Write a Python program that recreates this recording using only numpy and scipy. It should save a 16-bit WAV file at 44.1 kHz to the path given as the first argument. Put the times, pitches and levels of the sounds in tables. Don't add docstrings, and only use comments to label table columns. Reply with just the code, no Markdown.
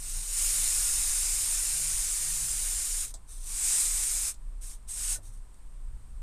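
import sys
import numpy as np
from scipy import signal
from scipy.fft import rfft, irfft, next_fast_len
from scipy.io import wavfile
from scipy.ndimage import uniform_filter1d, map_coordinates

SR = 44100
rng = np.random.default_rng(int(sys.argv[2]) if len(sys.argv) > 2 else 0)


def unload_wav(signal):
    wavfile.write(
        sys.argv[1],
        SR,
        np.round(np.clip(np.atleast_2d(signal).T, -1, 1) * 32767).astype(np.int16),
    )


N = 274302
TIME = np.arange(N) / SR


def gain_of(db):
    return 10 ** (np.asarray(db) / 20)


def unit_rms(x):
    return x / np.sqrt(np.mean(x ** 2) + 1e-20)


def db_at(spectrum, hz):
    f, db = np.transpose(spectrum)
    return np.interp(np.log(hz + 1), np.log(f + 1), db)


def add(mix, start_s, sound):
    part = mix[round(start_s * SR):][:len(sound)]
    part += sound[:len(part)]


def noise(spectrum, size=N):
    n = next_fast_len(size, True)
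    shape = gain_of(db_at(spectrum, np.fft.rfftfreq(n, 1 / SR)))
    return unit_rms(irfft(rfft(rng.standard_normal(n)) * shape, n)[:size])


def wander(rate_hz, count=4096):
    f = np.fft.rfftfreq(count, TIME[-1] / count)
    coarse = irfft(rfft(rng.standard_normal(count)) * (f > 0) / (1 + (f / rate_hz) ** 4))
    return np.interp(TIME, np.linspace(0, TIME[-1], count), unit_rms(coarse))


# start t/s, press time/s, let-go t/s, shut time/s, level/dB,
# finger roll (0 on top, 1 aside, 2 at the rim)
PIN_PUSHES = [ (-0.12, .25, 0.25, .40, -36.2, .3), (0.21, .25, 3.025, .115, -26.8, .1),
              (3.05, .04, 3.105, .04, -47, .1), (3.262, .055, 3.315, .26, -48.8, .5),
              (3.338, .42, 4.28, .085, -28.2, .65), (3.52, .24, 3.76, .33, -27.6, 1.3),
              (4.602, .032, 4.705, .125, -45.3, 1.1), (4.866, .048, 4.912, .17, -37.3, 2.1),
              (4.86, .26, 5.13, .085, -29.9, .8), (5.205, .06, 5.265, .11, -54, .7),
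              (5.29, .06, 5.345, .11, -61, .7), ]


def fingertip(sag_db_per_s=1.9):
    power, weighted_roll = np.full(N, 1e-14), np.zeros(N)
    for start_s, press_s, let_go_s, shut_s, db, roll in PIN_PUSHES:
        opening = np.sin(np.pi / 2 * np.clip((TIME - start_s) / press_s, 0, 1)) ** 2
        sag_db = sag_db_per_s * (TIME - start_s)
        closing_db = 60 * (np.maximum(TIME - let_go_s, 0) / shut_s) ** 2
        push_power = (opening * gain_of(db - sag_db - closing_db)) ** 2
        power += push_power
        weighted_roll += roll * push_power
    return 10 * np.log10(power), weighted_roll / power


# f/Hz, level/dB
JET_SPECTRUM = [(100, -37.5), (400, -28), (700, -25.5), (1300, -22.5), (2400, -17), (3250, -19.5),
                (4500, -12.5), (6000, -11), (7200, -5.5), (8800, -2), (10000, -6.5), (11400, -16),
                (12600, -15.5), (14000, -17.5)]
# f/Hz, lift/dB
WEAK_JET_TILT = [(300, 8), (1200, 3), (2400, -4.5), (3800, 3), (4800, -5), (6000, 3), (7200, -6),
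                 (8500, 1.5), (9800, -0.5), (11000, 0), (14000, -1)]
# f/Hz, width/Hz, lift with finger on top/dB, lift with finger aside/dB
GAP_MODES = [(4140, 150, -0.5, 0.5), (4440, 530, -3, -4), (5280, 240, 2, 2), (6510, 740, 0.5, 2.5),
             (7350, 1300, 2.5, 0.5), (8050, 1200, -3, 1), (8220, 490, 0.5, 4), (9130, 740, 3.5, 2),
             (10800, 530, 0.4, 4), (13940, 420, 6, -1.5)]


def jet(full_flow_db=-31, gap_fade=.7, eddy_db=1.06, flutter_db=.42, sputter_db=.6):
    flow_db, finger_roll = fingertip()
    weakness = np.clip((full_flow_db - flow_db) / 20, 0, 1.3)
    framing = dict(nperseg=1024, noverlap=768)
    hz, frame_s, white = signal.stft(rng.standard_normal(N), SR, **framing)
    roll, weak = np.interp(frame_s, TIME, finger_roll), np.interp(frame_s, TIME, weakness)
    colour_db = db_at(JET_SPECTRUM, hz)[:, None] + np.outer(db_at(WEAK_JET_TILT, hz), weak)
    excitation = 1 - gap_fade * weak
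    for centre_hz, width_hz, top_db, aside_db in GAP_MODES:
        bell = .5 ** ((2 * (hz - centre_hz) / width_hz) ** 2)
        lift_db = top_db + roll * (aside_db - top_db)
        colour_db += np.outer(bell, lift_db * excitation)
    eddies = uniform_filter1d(rng.standard_normal(white.shape), size=9, axis=0)
    eddies = unit_rms(uniform_filter1d(eddies, size=8, axis=1))
    shape = gain_of(colour_db + eddy_db * eddies)
    shape /= np.sqrt((shape ** 2).mean(0))
    air = signal.istft(white * shape, **framing)[1][:N]
    unsteady_db = (flutter_db + sputter_db * weakness) * wander(86)
    return air * gain_of(flow_db + unsteady_db)


# f/Hz, level/dB
RUMBLE_SPECTRUM = [(8, -8), (20, -20), (26, 1.5), (31, 0), (37, -11.5), (45, -12.5), (54, -14.5),
                   (66, -28.5), (100, -30.5), (140, -37.5), (220, -47.5), (400, -79)]
# t/s, level/dB
RUMBLE_LEVELS = [(0, -42), (0.75, -35.5), (1.4, -39), (5.6, -39.5), (6.2, -33.5)]


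def rumble(waver_db=.9):
    level_db = np.interp(TIME, *np.transpose(RUMBLE_LEVELS))
    return noise(RUMBLE_SPECTRUM) * gain_of(level_db + waver_db * wander(5.9))


# f/Hz, level/dB
CABIN_SPECTRUM = [(100, 5), (250, 2.5), (500, -4), (750, -5), (1020, -1.5), (1500, -8.5), (2800, -14),
                  (6300, -16.5), (7500, -10.5), (8600, -2), (9400, -15), (10300, -16), (14000, -23)]


def cabin(hiss_db=-63, whine_hz=9600, whine_db=-78.5, fuzz_hz=110):
    phase = 2 * np.pi * whine_hz * TIME
    whine = wander(fuzz_hz) * np.cos(phase) + wander(fuzz_hz) * np.sin(phase)
    return gain_of(hiss_db) * noise(CABIN_SPECTRUM) + gain_of(whine_db) * whine


# peak t/s, length/s, firing f/Hz, glide/(Hz/s), level/dB
ENGINE_PULLS = [ (0.12, .36, 142, 45, -59), (0.62, .26, 158, 30, -61), (1.35, 1.3, 86, 11, -58.5),
                (1.84, .36, 141, 30, -55.5), (2.41, .48, 149.5, 14, -57), (2.65, 1.2, 86.5, -9, -61.5),
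                (4.45, .16, 158, 0, -63.5), (5.17, .55, 98, 14, -55), (5.9, .45, 107.5, 9, -58.5), ]


def traffic(waver_db=2.5, pitch_waver=.013):
    out = np.zeros(N)
    for peak_s, length_s, hz, glide_hz_per_s, db in ENGINE_PULLS:
        firing_hz = (hz + glide_hz_per_s * (TIME - peak_s)) * (1 + pitch_waver * wander(8.9))
        note = np.sqrt(2) * np.sin(2 * np.pi * np.cumsum(firing_hz) / SR)
        arch = np.cos(np.pi * np.clip((TIME - peak_s) / length_s, -.5, .5))
        out += gain_of(db) * arch * note
    return out * gain_of(waver_db * wander(10))


# t/s, level/dB, t60/s
PIN_SNAPS = [(3.1405, -40.5, 0.095), (4.342, -54.5, 0.11), (5.544, -65, .04)]
# f/Hz, level/dB
SNAP_SPECTRUM = [(150, -25), (700, -9), (1300, -23), (2600, -32), (3600, -7), (5000, -8), (6200, -4),
                 (7000, -3), (8200, 6.5), (9500, -9), (11500, -24), (14000, -16)]


def pin_snaps(crack_db=6.0, crack_decay_s=.0011):
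    out, t = np.zeros(N), TIME[:SR // 4]
    for start_s, db, t60_s in PIN_SNAPS:
        crack = gain_of(crack_db) * np.exp(-t / crack_decay_s)
        spit = gain_of(-60 * t / t60_s)
        add(out, start_s, noise(SNAP_SPECTRUM, len(t)) * gain_of(db) * (crack + spit))
    return out


# t/s, ring level/dB, thud level/dB
VALVE_KNOCKS = [(3.144, -70, -53.5), (3.607, -58, -59), (5.157, -43.5, -56), (5.178, -62, -55)]
# f/Hz, relative level/dB, t60/s
PANEL_MODES = [(1490, 1, 0.055), (1810, -7, 0.056), (2370, -11, .05)]
# f/Hz, level/dB
THUD_SPECTRUM = [(80, -10), (200, 1), (450, -2), (750, 3), (1100, -11), (2200, -22), (5000, -45)]


def valve_knocks(thud_t60_s=.15, attack_s=.0024):
    out, t = np.zeros(N), TIME[:SR // 4]
    ring = sum(gain_of(db - 60 * t / t60_s) * np.sin(2 * np.pi * hz * t)
               for hz, db, t60_s in PANEL_MODES)
    attack = 1 - np.exp(-t / attack_s)
    for start_s, ring_db, thud_db in VALVE_KNOCKS:
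        thud = noise(THUD_SPECTRUM, len(t)) * gain_of(thud_db - 60 * t / thud_t60_s)
        add(out, start_s, (gain_of(ring_db) * ring + thud) * attack)
    return out


# delay/ms, gain
NEAR_ECHOES = [(.75, 0.078), (.88, 0.019), (1.35, 0.036), (2.901, -0.011), (3.35, 0.08), (4.25, 0.1),
               (5.3, -0.021)]


def reflections(x, sway_ms=.055, wet_db=-13, t60_s=.062):
    near = x.copy()
    for delay_ms, gain in NEAR_ECHOES:
        lag_samples = (delay_ms + sway_ms * wander(.8)) * SR / 1000
        near += gain * map_coordinates(x, [np.arange(N) - lag_samples], order=3)
    t = TIME[:SR // 4]
    tails = rng.standard_normal((4, len(t))) * gain_of(-60 * t / t60_s) * (t > .004)
    paths = signal.fftconvolve(x[None], tails / np.linalg.norm(tails[0]), axes=1)[:, :N]
    shares = np.array([wander(3) for _ in tails])
    shares /= np.linalg.norm(shares, axis=0)
    return near + gain_of(wet_db) * (paths * shares).sum(0)


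def scene():
    valve = jet() + pin_snaps() + valve_knocks()
    mono = reflections(valve) + traffic() + rumble() + cabin()
    return np.array([mono, mono])


def record(dry, cutoff_hz=13960):
    lowpass = signal.firwin(801, cutoff_hz, window=("kaiser", 9), fs=SR)
    return signal.oaconvolve(dry, lowpass[None], "same")


dry = scene()
out = record(dry)
unload_wav(out)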